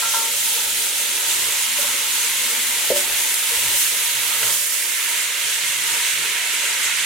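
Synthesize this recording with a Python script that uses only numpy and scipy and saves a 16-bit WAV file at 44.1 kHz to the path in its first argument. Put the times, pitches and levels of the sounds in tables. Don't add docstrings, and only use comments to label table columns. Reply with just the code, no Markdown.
import sys
import numpy as np
from scipy import signal
from scipy.fft import rfft, irfft, next_fast_len
from scipy.io import wavfile
from scipy.ndimage import uniform_filter1d, minimum_filter1d, map_coordinates

SR = 44100
rng = np.random.default_rng(int(sys.argv[2]) if len(sys.argv) > 2 else 0)


def transcribe(signal):
    frames = np.atleast_2d(signal).T
    limited = np.clip(frames, -1, 1)
    pcm = np.round(limited * 32767).astype(np.int16)
    wavfile.write(sys.argv[1], SR, pcm)


def natural_amplitude(level_db):
    exponent = np.asarray(level_db, float) / 20
    return 10 ** exponent


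N = 310905


def unit(x):
    return x / np.sqrt(np.mean(x ** 2) + 1e-20)


def along(points, hz):
    f, v = np.transpose(points)
    return np.interp(np.log(hz + 1), np.log(f + 1), v)


def spectrum(points):
    return lambda hz: natural_amplitude(along(points, hz))


def curves(rows):
    s, *cols = np.transpose(rows)
    return [np.interp(np.arange(N) / SR, s, c) for c in cols]


def wobble(rate_hz):
    knots = rng.standard_normal(int(N * rate_hz / SR) + 4)
    return map_coordinates(knots, [np.arange(N) * rate_hz / SR])


def swells(rows):
    t = np.arange(N) / SR
    return sum(height * np.exp(-((t - s) / np.where(t < s, rise, fall)) ** 2) for s, height, rise, fall in rows)


def filtered(x, response):
    m = next_fast_len(N + SR // 5)
    return irfft(rfft(x, m) * response(np.fft.rfftfreq(m, 1 / SR)), m)[..., :N]


def highpass(hz, corner_hz, order):
    return 1 / (1 + (corner_hz / (hz + 1)) ** order)


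def resonances(modes):
    return lambda f: sum(natural_amplitude(db) * 1j * f * w / (c * c - f * f + 1j * f * w) for c, w, db in modes)


def sides(db):
    return natural_amplitude(np.array([db / 2, -db / 2]))


# f/Hz, left-right correlation/0-1
LIKENESS = [(40, 0.9), (150, 0.67), (380, 0.66), (600, 0.72), (950, 0.57), (2380, 0.51), (5980, 0.26),
            (15000, 0)]


def bursts(gain, scatter_db, patchy_db, size=256):
    crowd = rng.standard_normal((2, N)) * natural_amplitude(scatter_db * rng.standard_normal(N))
    z = signal.stft(crowd, nperseg=size)[2]
    field = uniform_filter1d(rng.standard_normal(z.shape[1:]), size=5, axis=0)
    field = uniform_filter1d(field, size=8, axis=1)
    pair = signal.istft(z * natural_amplitude(patchy_db * unit(field)), nperseg=size)[1][:, :N]

    def mid_side(hz):
        turn = np.arccos(np.clip(along(LIKENESS, hz), 0, 1)) / 2
        return gain(hz) * np.array([np.cos(turn), np.sin(turn)])
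    mid, side = filtered(pair, mid_side)
    return unit(np.array([mid + side, mid - side]))


CLIMB = 0.098


def burst(hz, peak_cycles, t):
    u = hz * t / np.maximum(peak_cycles, .5)
    phase = 2 * np.pi * hz * t * (1 + CLIMB * np.minimum(u, 2) / 2)
    return np.sin(phase) * u * np.exp(1 - u)


# t/s, level/dB, rise/s, fall/s
AIR_PUFFS = [(.08, -65, .08, 0.041), (.55, -65, 0.35, 0.54), (1.38, -57.5, 0.05, 0.23),
             (1.9, -67, 0.056, .05), (2.4, -64, 0.44, 0.16), (2.7, -61, .05, 0.11),
             (2.92, -50, 0.028, 0.067), (3.12, -61, 0.16, 0.14), (3.6, -57, 0.095, 0.21),
             (4.16, -69, 0.046, .04), (4.38, -54, 0.071, 0.23), (6.05, -64, 0.11, 0.16),
             (6.85, -69, 0.11, 0.23)]
STILL_AIR_DB = -77


def draught():
    return natural_amplitude(STILL_AIR_DB) + swells([(s, natural_amplitude(db), rise, fall) for s, db, rise, fall in AIR_PUFFS])


# f/Hz, level/dB
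AIR_SPECTRUM = [(15, -34), (30, -20), (45, -11), (65, -9.5), (90, -13.5), (130, -44), (300, -90)]


def air():
    noise = bursts(spectrum(AIR_SPECTRUM), 1.0, patchy_db=2.0, size=4096)
    return draught() * natural_amplitude(3.7 * wobble(8)) * noise


# f/Hz, level/dB
RUMBLE_SPECTRUM = [(30, -60), (60, -20), (100, 2.5), (170, 3), (210, -23), (300, -5), (420, -3.5),
                   (600, -37), (1200, -90)]
RUMBLE_DB, RUMBLE_CHILLS_DB_PER_DB, RUMBLE_STIRRED = -63.5, 2.1, 0.9
RUMBLE_GROWS_DB, RUMBLE_GROWS_S = 2.5, 1.1


def rumble():
    t = np.arange(N) / SR
    shy_db = RUMBLE_GROWS_DB / (1 + np.exp((t - RUMBLE_GROWS_S) / 0.16))
    level = natural_amplitude(RUMBLE_DB - RUMBLE_CHILLS_DB_PER_DB * swells(BUTTER_CHILLS) - shy_db)
    level = level + RUMBLE_STIRRED * draught()
    return level * natural_amplitude(5.5 * wobble(8.1)) * bursts(spectrum(RUMBLE_SPECTRUM), 0.56, patchy_db=-2.3, size=4096)


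BASE_HZ, BASE_WIDTH_HZ, BASE_DB = 235.4, 9, -59
BASE_DAMPED_S, BASE_DAMPED_DB = 3.6, 28


def base_drone():
    t = np.arange(N) / SR
    damped_db = BASE_DAMPED_DB / (1 + np.exp((BASE_DAMPED_S - t) / .1))
    base_db = BASE_DB - damped_db + 4.1 * wobble(4.52)
    return natural_amplitude(base_db) * bursts(resonances([(BASE_HZ, BASE_WIDTH_HZ, 0)]), 0.62, patchy_db=0.0, size=4096)


WALL_DB, WALL_DAMPED_DB_PER_S = -47, 1.3


def wall_ring():
    wall_db = WALL_DB - WALL_DAMPED_DB_PER_S * np.arange(N) / SR
    modes = [(hz, np.log(1000) / np.pi / t60, db) for hz, db, t60 in POT_MODES if t60 > .18]
    return natural_amplitude(wall_db) * bursts(resonances(modes), 0.92, patchy_db=3.0, size=2048)


# f/Hz, width/Hz, level/dB
POT_HOLLOW = [(358, 620, -4.5), (469, 17, -0.5), (570, 23, -4), (929, 120, 1.5), (1337, 256, 3)]
HUM_DB, HUM_UPPER_DB = -39.5, 2
HUM_FLARES_DB_PER_DB, HUM_CHILLS_DB_PER_DB, UPPER_FROTH_DB_PER_DB = 0.83, 1.04, 0.32


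def hum():
    hum_db = HUM_DB + HUM_FLARES_DB_PER_DB * swells(STEEL_FLARES) - HUM_CHILLS_DB_PER_DB * swells(BUTTER_CHILLS)
    froth_db = curves(MELT_COURSE)[0]
    upper_db = HUM_UPPER_DB + UPPER_FROTH_DB_PER_DB * (froth_db - froth_db.mean())

    def hollow(hz):
        lowpass = 1 / (1 + (hz / 1500) ** 4)
        return resonances(POT_HOLLOW)(hz) * lowpass * highpass(hz, 260, 4) * highpass(hz, 90, 4)
    pot = natural_amplitude(hum_db + 1.28 * wobble(8)) * bursts(hollow, 2.7, patchy_db=1.85, size=1024)
    return pot + (natural_amplitude(upper_db) - 1) * filtered(pot, lambda hz: highpass(hz, 720, 8))


# f/Hz, level/dB, t60/s
POT_MODES = [(150, 1, .06), (232, -7, .8), (275, 0, .05), (362, -19, 1.5), (470, -1, .09), (520, 1, .09),
             (576, -1, .3), (598, -8, .25), (727, -30, .3), (911, 0, 1.4), (935, -14, .15), (1000, 4, .1),
             (1314, -3, .3), (1370, 2, .65), (1602, -2, .28), (1982, -4, .4)]
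# t/s, level/dB, favoured f/Hz, spread/octaves, t60/s left by what rests on the pot
POT_BUMPS = [(.021, -26, 1310, 0.56, 1.5), (0.1365, -24.5, 1060, 0.77, 1.7), (1.783, -8, 570, 0.032, 0.1),
             (1.838, -16.5, 578, 0.058, 0.1), (2.902, -7.5, 444, 0.6, 0.73),
             (2.9095, 1.5, 530, 0.225, 0.061), (2.939, -24, 590, 0.11, .1), (2.9575, -9, 600, 0.1, 0.12),
             (3.516, -17, 463, 0.11, 0.38), (3.735, -29, 575, 0.12, 0.34), (4.428, -28, 1200, 1.7, .05),
             (4.44, -23, 475, 0.45, 0.1)]
RISE_S, SOFTER = 0.0017, 0.59
CRACK_DB, CRACK_T60_S = -2, .03
STOPPED_S, STOP_S = 0.3, 0.013


def bumps():
    out, t = np.zeros((2, N + SR)), np.arange(SR // 2) / SR
    for s, db, hz, octaves, held_t60 in POT_BUMPS:
        rise_s = RISE_S / octaves ** SOFTER
        ring = np.zeros(len(t))
        for mode_hz, level_db, t60 in POT_MODES:
            favour_db = -8 * (np.log2(mode_hz / hz) / octaves) ** 2
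            ring += natural_amplitude(level_db + favour_db - 60 * t / t60) * np.sin(2 * np.pi * mode_hz * t)
        crack = octaves * natural_amplitude(CRACK_DB - 60 * t / CRACK_T60_S) * rng.standard_normal(len(t))
        blow = natural_amplitude(db - 60 * t / held_t60) * (ring + crack) * (1 - np.exp(-t / rise_s)) ** 2
        pan = sides(-2.4 * np.log2(hz / 520))[:, None]
        out[:, round(s * SR):][:, :len(t)] += blow * pan
    t = np.arange(N) / SR
    stopped = np.exp(-np.maximum(t - STOPPED_S, 0) / STOP_S) + (t > 1)
    return out[:, :N] * stopped


# t/s, envelope peak/dB, f/Hz, time to peak/cycles
SHARP_BURSTS = [(1.3095, -21, 3300, 12), (2.9025, -14, 6000, 1), (2.9562, -21, 6600, 4),
                (3.343, -1.5, 9200, 0.79), (3.354, -15, 9500, 3), (3.4945, -14, 11500, 4),
                (4.404, -24, 2580, 3), (4.429, -25, 1350, 3), (4.43, -19, 2700, 3),
                (4.4345, -21, 1800, 2.8), (4.454, -20, 5760, 9.5), (4.908, -23, 2600, 4),
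                (5.502, -20, 9000, 2), (5.515, -23, 7000, 3.6), (5.837, -17, 7460, 10),
                (6.472, -17, 7700, 4)]


def sharp_bursts():
    out, t = np.zeros(N), np.arange(1000) / SR
    for s, db, hz, cycles in SHARP_BURSTS:
        out[round(s * SR):][:len(t)] += natural_amplitude(db) * burst(hz, cycles, t)
    return out * sides(-1.5)[:, None]


def kitchen(x):
    t = np.arange(SR // 4) / SR
    tail = rng.standard_normal((2, len(t))) * natural_amplitude(-60 * t / 0.31)
    return signal.fftconvolve(x, tail / np.linalg.norm(tail[0]), axes=1)[:, :N]


# rate/Hz, middle f/Hz, spread/octaves, time to peak/cycles, top level/dB, size range/dB
POP_KINDS = [(300, 2600, .3, 4, -30, 10), (330, 8000, .3, 2, -29, 12)]


def pops():
    out, k = np.zeros((2, N + 512)), np.arange(512)
    froth_db, _, pan_db = curves(MELT_COURSE)
    drives_db = [froth_db - froth_db.mean(), swells(STEEL_FLARES)]
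    for (rate, hz, octaves, cycles, db, range_db), drive_db in zip(POP_KINDS, drives_db):
        when, size = rng.random((2, 2400))[:, :int(rate * N / SR)]
        pitch, place = rng.standard_normal((2, 2400))[:, :len(when)]
        start = (when * N).astype(int)
        level = natural_amplitude(db + drive_db[start] - range_db * size)
        note_hz = np.minimum(hz * 2 ** (octaves * pitch), 13000)
        notes = level[:, None] * burst(note_hz[:, None], cycles, k / SR)
        index = (start[:, None] + k).ravel()
        for channel, gain in enumerate(sides(pan_db[start] + 4 * place)):
            out[channel] += np.bincount(index, (gain[:, None] * notes).ravel(), N + 512)
    return out[:, :N]


# f/Hz, level/dB
SMALL_BUBBLES = [(300, -94), (900, -16), (1500, -10.5), (2400, -3), (3300, 1.5), (4200, -2), (5000, -14),
                 (6500, -42)]
LARGE_BUBBLES = [(250, -90), (700, -43), (1100, -22.5), (1500, -4), (1900, 0), (2100, 3.5), (2300, 0.5),
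                 (2500, -2), (2850, 0), (3600, -14.5), (5000, -52)]
SMALL_DB, SMALL_FLARES_DB_PER_DB = -28, 0.18


def froth(surge):
    large_db = curves(MELT_COURSE)[0]
    small_db = SMALL_DB + SMALL_FLARES_DB_PER_DB * swells(STEEL_FLARES) - swells(BUTTER_CHILLS)
    small = bursts(spectrum(SMALL_BUBBLES), 3.45, patchy_db=0.77)
    large = bursts(spectrum(LARGE_BUBBLES), 3.3, patchy_db=-0.1, size=512)
    small = natural_amplitude(small_db + 0.36 * surge + 0.27 * wobble(4.02)) * small
    large = natural_amplitude(large_db + 0.32 * surge + 0.4 * wobble(4.18)) * large
    return small + large


# f/Hz, level/dB
STEAM_SPECTRUM = [(1200, -90), (2650, -11), (4500, -5), (5440, -3), (6550, 0.5), (9220, 0), (12000, -4),
                  (15100, -9.5), (16200, -13.5)]
FIZZ_DB, FIZZ_FADES_DB_PER_S, FIZZ_CHILLS_DB_PER_DB = -21.5, 0.25, 0.36
FLARE_BRIGHTENS_DB_PER_DB = 0.18


def fizz(surge):
    bright_db, flare_db = curves(MELT_COURSE)[1], swells(STEEL_FLARES)
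    fizz_db = FIZZ_DB - FIZZ_FADES_DB_PER_S * np.arange(N) / SR + flare_db
    fizz_db = fizz_db - FIZZ_CHILLS_DB_PER_DB * swells(BUTTER_CHILLS)
    steam = bursts(spectrum(STEAM_SPECTRUM), 2.1, patchy_db=1.03)
    top = filtered(steam, lambda hz: np.clip(np.log2(hz / 8000 + 1e-9), 0, 1))
    steam = steam + (natural_amplitude(bright_db + FLARE_BRIGHTENS_DB_PER_DB * flare_db) - 1) * top
    return natural_amplitude(fizz_db + 0.74 * surge + 0.1 * wobble(13)) * steam


# t/s, large-bubble level/dB, fizz gain at 16 kHz (fades out by 8 kHz)/dB, fizz left-right/dB
MELT_COURSE = [(0, -32.5, -0.5, -0.5), (.5, -37.5, 4.5, -1), (1.1, -32.5, 2.5, -1.2),
               (1.7, -30.5, 1.5, -1.2), (2.8, -30, 3.5, -0.5), (3.7, -30.5, 3.5, -1), (4.4, -31, 4.5, -2.5),
               (4.6, -34, 4, -3), (5.05, -28.5, 2, -2), (5.5, -30, -2, -2), (6.1, -27.5, -0.5, -1.5),
               (7.05, -26.5, -6.5, -2)]
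# t/s, depth/dB, rise/s, fall/s
BUTTER_CHILLS = [(.3, 1.5, 0.06, 0.1), (4.65, 5, 0.12, 0.57), (5.35, 0.5, 0.06, 0.093)]
# t/s, gain/dB, rise/s, fall/s
STEEL_FLARES = [(.14, 1.5, 0.035, .06), (1.31, 2, 0.05, 0.046), (1.81, 2, 0.032, 0.029),
                (2.1, 1, 0.074, 0.44), (2.97, 1.5, 0.021, 0.025), (3.5, 0.5, 0.3, 0.1),
                (3.8, 3.5, 0.065, 0.14), (4.48, 3.5, 0.06, 0.41), (6.0, 1, 0.28, 0.11),
                (6.85, 1, 0.16, 0.091)]


def sizzle():
    pan_db, surge = curves(MELT_COURSE)[2], wobble(13)
    return fizz(surge) * sides(pan_db) + froth(surge) * sides(pan_db - 2.5)


# t/s, lower f/Hz, lower cut/dB, upper cut/dB (below 0 lifts)
POT_GAPS = [(0, 706, -14, -7), (.25, 744, 6, -3), (.6, 750, 3, 16), (1.1, 740, 2, 4), (1.35, 700, -2, -3),
            (1.75, 684, 6, -5), (2.1, 710, 9, -3), (2.4, 716, 17, -4), (2.7, 690, 1, -3),
            (2.95, 740, -7, 1), (3.4, 710, -1, -1), (4, 806, 7, 3), (4.4, 810, 5, -3), (4.6, 820, 8, -2),
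            (5, 810, 10, -4), (5.349, 840, 10, 0), (6.3, 844, 6, -1), (7.05, 760, 6, -1)]
UPPER_GAP_HZ, LOWER_WIDTH_HZ, UPPER_WIDTH_HZ = 1080, 60, 65


def gapped(x):
    hz, t, z = signal.stft(x, SR, nperseg=2048)
    s, *cols = np.transpose(POT_GAPS)
    lower_hz, lower_db, upper_db = (np.interp(t, s, c) for c in cols)
    bell = lambda centre, width: np.exp(-((hz[:, None] - centre) / width) ** 2)
    cut_db = lower_db * bell(lower_hz, LOWER_WIDTH_HZ) + upper_db * bell(UPPER_GAP_HZ, UPPER_WIDTH_HZ)
    return signal.istft(z * natural_amplitude(-cut_db), SR, nperseg=2048)[1][:, :N]


def scene():
    boil = sizzle() + pops() + hum() + wall_ring() + base_drone() + rumble() + air()
    knocks = bumps() + sharp_bursts()
    room = natural_amplitude(-14) * kitchen(knocks)
    return gapped(boil) + knocks + room


def band_limit(x):
    return signal.sosfilt(signal.butter(12, 17060, fs=SR, output="sos"), x)


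TOP_HZ, THRESHOLD_DB, CUT_DB_PER_DB = 15900, -15.8, 1.2


def record(dry):
    window, hold = round(0.012 * SR), round(0.026 * SR)
    power = uniform_filter1d(np.mean(dry ** 2, axis=0), window, origin=(window - 1) // 2)
    over_db = np.maximum(10 * np.log10(np.abs(power) + 1e-12) - THRESHOLD_DB, 0)
    cut_db = minimum_filter1d(-CUT_DB_PER_DB * over_db, hold, origin=(hold - 1) // 2)
    ducked = dry * natural_amplitude(uniform_filter1d(cut_db, window // 2))
    mix = filtered(ducked, lambda hz: hz < TOP_HZ)
    return band_limit(mix)


dry = scene()
out = record(dry)
transcribe(out)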